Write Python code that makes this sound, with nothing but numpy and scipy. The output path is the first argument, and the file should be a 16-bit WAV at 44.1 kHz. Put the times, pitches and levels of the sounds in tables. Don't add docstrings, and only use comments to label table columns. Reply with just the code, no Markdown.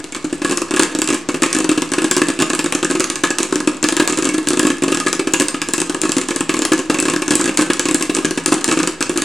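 import sys
import numpy as np
from scipy import signal
from scipy.fft import rfft, irfft, next_fast_len
from scipy.io import wavfile

SR = 44100
rng = np.random.default_rng(int(sys.argv[2]) if len(sys.argv) > 2 else 0)


def master_out(mix):
    frames = np.transpose(np.atleast_2d(mix))
    ceiling = np.clip(frames, -1, 1)
    pcm = np.round(ceiling * 32767).astype(np.int16)
    wavfile.write(sys.argv[1], SR, pcm)


N = 407699


def amp(db):
    return 10 ** (np.asarray(db) / 20)


def along(points, hz):
    f, value = np.transpose(points)
    return np.interp(np.log(hz + 1), np.log(f + 1), value)


def filtered(x, response):
    m = next_fast_len(N + SR)
    return irfft(rfft(x, m) * response(np.fft.rfftfreq(m, 1 / SR)), m)[..., :N]


def resonance(f, hz, width_hz):
    return 1j * f * width_hz / (hz * hz - f * f + 1j * f * width_hz)


def place(seconds, sounds):
    starts = np.round(seconds * SR).astype(int)[:, None]
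    at = starts + np.arange(sounds.shape[1])
    return np.bincount(at.ravel(), sounds.ravel(), N + SR)[:N]


def puffs(seconds, db, t60, rise_s, grain_db):
    t = np.arange(SR // 20) / SR
    uneven_t60 = t60 * rng.lognormal(0, 0.25, (len(seconds), 1))
    shape = amp(-60 * t / uneven_t60) * (1 - np.exp(-t / rise_s))
    grains = amp(grain_db * rng.standard_normal((len(seconds), len(t) // 32 + 1)))
    grains = grains.repeat(32, axis=1)[:, :len(t)]
    noise = shape * grains * rng.standard_normal((len(seconds), len(t)))
    return np.array([place(seconds, amp(level)[:, None] * noise) for level in db.T])


# f/Hz, likeness [0-1]
LIKENESS = [(30, 0.85), (150, 1), (550, 0.81), (1200, 1), (9000, 0.66)]


def pair(x):
    turn = lambda hz: np.arccos(np.clip(along(LIKENESS, hz), 0, 1)) / 2
    mid, side = filtered(x, lambda hz: np.array([np.cos(turn(hz)), np.sin(turn(hz))]))
    return np.array([mid + side, mid - side])


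# f/Hz, relative level/dB (per Hz)
MOTOR_COLOUR = [(30, -4.5), (110, -24.5), (230, -26), (8000, -42), (14000, -73)]


def motor():
    rush = filtered(rng.standard_normal((2, N)), lambda hz: amp(along(MOTOR_COLOUR, hz)))
    return amp(-31) * pair(rush / np.std(rush))


SPOT_DB = 2.2
HEAPS = 8
DETUNE = .025
# f/Hz, relative level/dB, time to fall 60 dB [s]
BOWL_MODES = [(166.7, -22, 0.36), (205.3, -18, 0.15), (278, -3.5, 0.078), (309.7, 1.5, 0.092),
              (346.1, -2, 0.081), (430.6, -6.5, 0.047), (489, -15, 0.094), (590, -14, 0.04)]


def thumps(seconds, thump_db):
    t = np.arange(SR // 5) / SR
    hz, db, t60 = np.transpose(BOWL_MODES)[:, :, None]
    hz = hz * (1 + DETUNE * rng.standard_normal((HEAPS, 1, 1)))
    modes = amp(db - 60 * t / t60) * np.sin(2 * np.pi * hz * t) * (1 - np.exp(-t / 0.0017))
    push = amp(thump_db[:, None] + 2.07 * rng.standard_normal((len(seconds), len(BOWL_MODES))))
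    heap = rng.integers(HEAPS, size=len(seconds))
    return -sum(place(seconds[heap == k], push[heap == k] @ modes[k]) for k in range(HEAPS))


HULL_HZ, HULL_SPREAD_DB = 5200, 2.2


def dull_part(f):
    return 1 / (1 + (f / HULL_HZ) ** 6)


SNAP_T60 = 0.0077
ACROSS = .5
# f/Hz, relative level/dB
CRACK_COLOUR = [(500, -3.5), (3000, 3), (5500, 4.5), (7750, 12), (10100, 2), (11300, -7.5), (14500, -35)]


def snaps(seconds, crack_db, knocks):
    dull_db = HULL_SPREAD_DB * rng.standard_normal(len(seconds))
    left = rng.random(len(seconds)) < .5
    side_db = crack_db[:, None] + np.where(np.c_[left, ~left], 0, -99)
    levels = np.c_[crack_db + dull_db, crack_db - dull_db / 2, side_db]
    dull, bright, on_left, on_right = puffs(seconds, levels, SNAP_T60, rise_s=.0001, grain_db=1.5)
    bright = bright + amp(-23.0) * knocks.mean(0)
    snap = filtered(dull, dull_part) + filtered(bright, lambda f: 1 - dull_part(f))
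    both = np.array([snap, ACROSS * (on_left - on_right)])
    return filtered(both, lambda f: amp(along(CRACK_COLOUR, f)))


RATTLE_HZ, RATTLE_WIDTH_HZ, RATTLE_DB = 2400, 4500, -13
# f/Hz, width [Hz], relative level/dB
DOME_MODES = [(510, 80, -5), (872, 130, -5.5), (1090, 68, 0), (1247.5, 70, 1.5), (1681, 99, -1),
              (2226, 90, -3), (2666, 197, -6)]


def dome_knocks(knocks):
    hz, width_hz, db = np.transpose(DOME_MODES)[:, :, None]
    dome = filtered(knocks, lambda f: amp(db) * resonance(f, hz, width_hz))
    rattle_shape = lambda f: resonance(f, RATTLE_HZ, RATTLE_WIDTH_HZ) * dull_part(f)
    rattle = amp(RATTLE_DB) * filtered(knocks.mean(0), rattle_shape)
    return dome[::2].sum(0) - dome[1::2].sum(0) + rattle


THROW_S = .003


def bursts(seconds, thump_db, knock_db, crack_db):
    struck = seconds + THROW_S * rng.random(len(seconds)) ** 3
    spot_db = SPOT_DB * rng.standard_normal((len(seconds), len(DOME_MODES)))
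    knocks = puffs(struck, knock_db[:, None] + spot_db, 0.043, rise_s=.0004, grain_db=3)
    mid, side = snaps(seconds, crack_db, knocks)
    return np.array([dome_knocks(knocks) + mid + thumps(seconds, thump_db), side])


ORDINARY_DB = (-12, -11)
KNOCK_OVER_THUMP_DB, KNOCK_OVER_CRACK_DB = 8.5, 0.5
FLAKES, FLIGHT_S = 9, .09
FLAKE_DB, FLAKE_SPREAD_DB = -18, 12
# t/s, thump level/dB, crack level/dB; a time alone is an ordinary pop
KERNELS = [(0.001, -24, -26), (0.042, -22.5, -18), (0.123, -25.5, -15.5), (0.148, -22.5, -13),
           (0.164, -21, -21), (0.244, -13, -22), (0.327, -10.5, -21), (0.417, -13.5, -36), (0.447, -7, -18),
           (0.496), (0.511), (0.522), (0.573, -15, -6), (0.618), (0.709), (0.738, -7.5, -18),
           (0.763, -28, -3), (0.795, -4.5, -4), (0.823), (0.833, -22, -5.5), (0.95), (0.988),
           (1.018, -13.5, -3.5), (1.075, -26, -7.5), (1.088), (1.103), (1.127), (1.144), (1.288, -8, -13),
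           (1.343, -9.5, -19), (1.421, -8.5, -9), (1.433, -7.5, -4.5), (1.461), (1.529, -28, -6), (1.549),
           (1.565), (1.587), (1.603), (1.644), (1.692, -8, -10), (1.715), (1.776, -8, -15), (1.82), (1.918),
           (1.936), (1.981, -7.5, -23), (2.019), (2.043, -7, -12), (2.112, -11, -3), (2.166, -8, -9),
           (2.18), (2.217, -4.0, -11), (2.285), (2.3, -10.5, -27), (2.39), (2.401), (2.409, -9, -25),
           (2.422, -8.5, -3), (2.501), (2.533), (2.55, -31, -6), (2.592, -12.5, -4.5), (2.643), (2.66),
           (2.724, -16, -5.0), (2.75), (2.828, -9, -19), (2.847), (2.9, -9.5, -18), (2.911),
           (2.951, -10, -21), (2.997), (3.005, -15, -5.5), (3.042, -28, -5.5), (3.1, -14.5, -6),
           (3.157, -32, -7), (3.236, -4.5, -11.0), (3.305), (3.385, -21, -2.5), (3.403), (3.43, -14, -4),
           (3.525, -8, -13), (3.557), (3.603), (3.674, -7.5, -10), (3.828), (3.841, -7, -5.5),
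           (3.887, -15, -3), (3.924), (3.967, -11.5, -7), (3.998, -5.5, -15), (4.021, -9, -20),
           (4.076, -29, -1), (4.098), (4.125), (4.174), (4.187), (4.224), (4.245, -20, -12), (4.253),
           (4.27, -11.5, -22), (4.29), (4.343), (4.381), (4.472), (4.486, -20.5, -4), (4.505), (4.533),
           (4.572), (4.594, -9.5, -2.5), (4.63), (4.65, -8.0, -20), (4.669, -8, -10), (4.702),
           (4.822, -9, -14), (4.836, -7, -12), (4.879, -6.0, -26), (4.92, -7.5, -15.0), (4.946), (4.972),
           (5.001, -21, -6.5), (5.063, -8, -31), (5.083), (5.129, -18, -5), (5.194, -10, -20.5),
           (5.272, -9, -22), (5.336, -8, -5.5), (5.399, -10.5, -5), (5.407), (5.42), (5.484, -29.5, -6),
           (5.543, -15, -26), (5.617, -17, -6), (5.687), (5.736, -12.5, -3.5), (5.78), (5.802, -20, -7.5),
           (5.816), (5.896), (5.946), (6.016, -18, -6), (6.035), (6.051, -9, -21), (6.093),
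           (6.119, -25, -5), (6.167, -7, -12), (6.183), (6.214, -29, -11.5), (6.286, -15, -7.0), (6.307),
           (6.361), (6.407), (6.493, -7.5, -10), (6.54), (6.568), (6.591), (6.62), (6.651, -19, -1),
           (6.718, -5, -24), (6.734), (6.791), (6.898, -3.5, -23), (6.944), (6.987), (7.001, -26, -6),
           (7.025), (7.054), (7.081, -8, -16), (7.099), (7.136), (7.162), (7.22), (7.28), (7.307, -6, -5.5),
           (7.32), (7.334, -11.5, -23), (7.354, -13, -6), (7.395), (7.412), (7.442), (7.457), (7.477),
           (7.492, -11, -27), (7.573, -27, -3.5), (7.581, -24.0, -10.5), (7.59, -6.5, -24), (7.611), (7.62),
           (7.7, -6.5, -26), (7.734, -34, -8.5), (7.795, -12.5, -4), (7.855), (7.886), (7.911),
           (7.945, -9, -1), (8.009, -12, -20), (8.025, -32.5, -5), (8.095, -8, -21), (8.149, -19, -7),
           (8.167), (8.186), (8.247, -6, -15), (8.254, -22, -8.5), (8.309), (8.375, -9, -17),
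           (8.46, -14.5, -2), (8.479), (8.521, -4.5, -15.5), (8.53, -21, -5.0), (8.542), (8.643, -21, -0.5),
           (8.679), (8.688, -8, -14.0), (8.713, -11, -3.5), (8.725), (8.772, -8, -26), (8.79), (8.8),
           (8.831), (8.874, -14.5, -5), (9.007), (9.026, -39, -6), (9.095, -8, -12.5), (9.158, -14.5, -30),
           (9.175, -13, -3.5), (9.22, -20, -8)]
# t/s, knock level/dB
WALL_SLAMS = [(0.768, -1), (3.249, -1), (3.998, 4), (5.068, 3), (6.728, -1), (6.897, 3), (7.794, 2)]


def popping():
    s, thump_db, crack_db = np.transpose([np.r_[row, ORDINARY_DB][:3] for row in KERNELS])
    knock_energy = amp(thump_db + KNOCK_OVER_THUMP_DB) ** 2 + amp(crack_db + KNOCK_OVER_CRACK_DB) ** 2
    pops = bursts(s, thump_db, 10 * np.log10(knock_energy), crack_db)
    chance = rng.random((len(s), FLAKES, 3))
    pop_db = np.maximum(thump_db, crack_db - 3.5)[:, None]
    size_db = (pop_db + FLAKE_DB - FLAKE_SPREAD_DB * chance[..., 1]).ravel()
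    landing = np.minimum(s[:, None] + .005 + FLIGHT_S * chance[..., 0] ** 2, N / SR).ravel()
    flakes = bursts(landing, size_db, size_db + 10.5, size_db + 5 * chance[..., 2].ravel())
    hit, slam_db = np.transpose(WALL_SLAMS)
    slams = bursts(hit, slam_db - 60, slam_db, slam_db - 60)
    return pops + flakes + slams


# f/Hz, time to fall 60 dB [s]
KITCHEN_RING = [(300, 0.56), (2000, 0.45), (10000, 0.25)]


def kitchen(x):
    out, size = np.zeros((2, N + SR)), SR // 10
    first = round(.004 * SR)
    for start in range(0, N, size):
        hz, t, z = signal.stft(rng.standard_normal((2, SR // 3)), SR, nperseg=128)
        fade = amp(-60 * t / along(KITCHEN_RING, hz)[:, None])
        tail = signal.istft(z * fade, SR, nperseg=128)[1]
        wet = signal.fftconvolve(x[None, start:start + size], tail / np.linalg.norm(tail[0]), axes=1)
        out[:, start + first:][:, :wet.shape[1]] += wet
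    return pair(out[:, :N])


def scene():
    pops, side = popping()
    sign = [1, -1]
    level = lambda hz: amp(np.outer(sign, 0.8 * np.abs(resonance(hz, 6000, 5000))))
    ports = lambda hz: level(hz) * np.exp(1j * np.outer(sign, hz / 30000))
    walls = filtered(kitchen(pops), lambda hz: 1j * hz / (500 + 1j * hz))
    side = filtered(side, lambda hz: hz / (hz + 6000))
    direct = filtered(np.array([pops + side, pops - side]), ports)
    return direct + amp(-6.0) * walls + motor()


TOP_HZ = 16000


def record(dry):
    thin = filtered(dry, lambda hz: (1j * hz / (80 + 1j * hz)) ** 3)
    clipped = np.clip(thin + 0.0063, -1, 1)
    return filtered(clipped, lambda hz: hz < TOP_HZ)


dry = scene()
out = record(dry)
master_out(out)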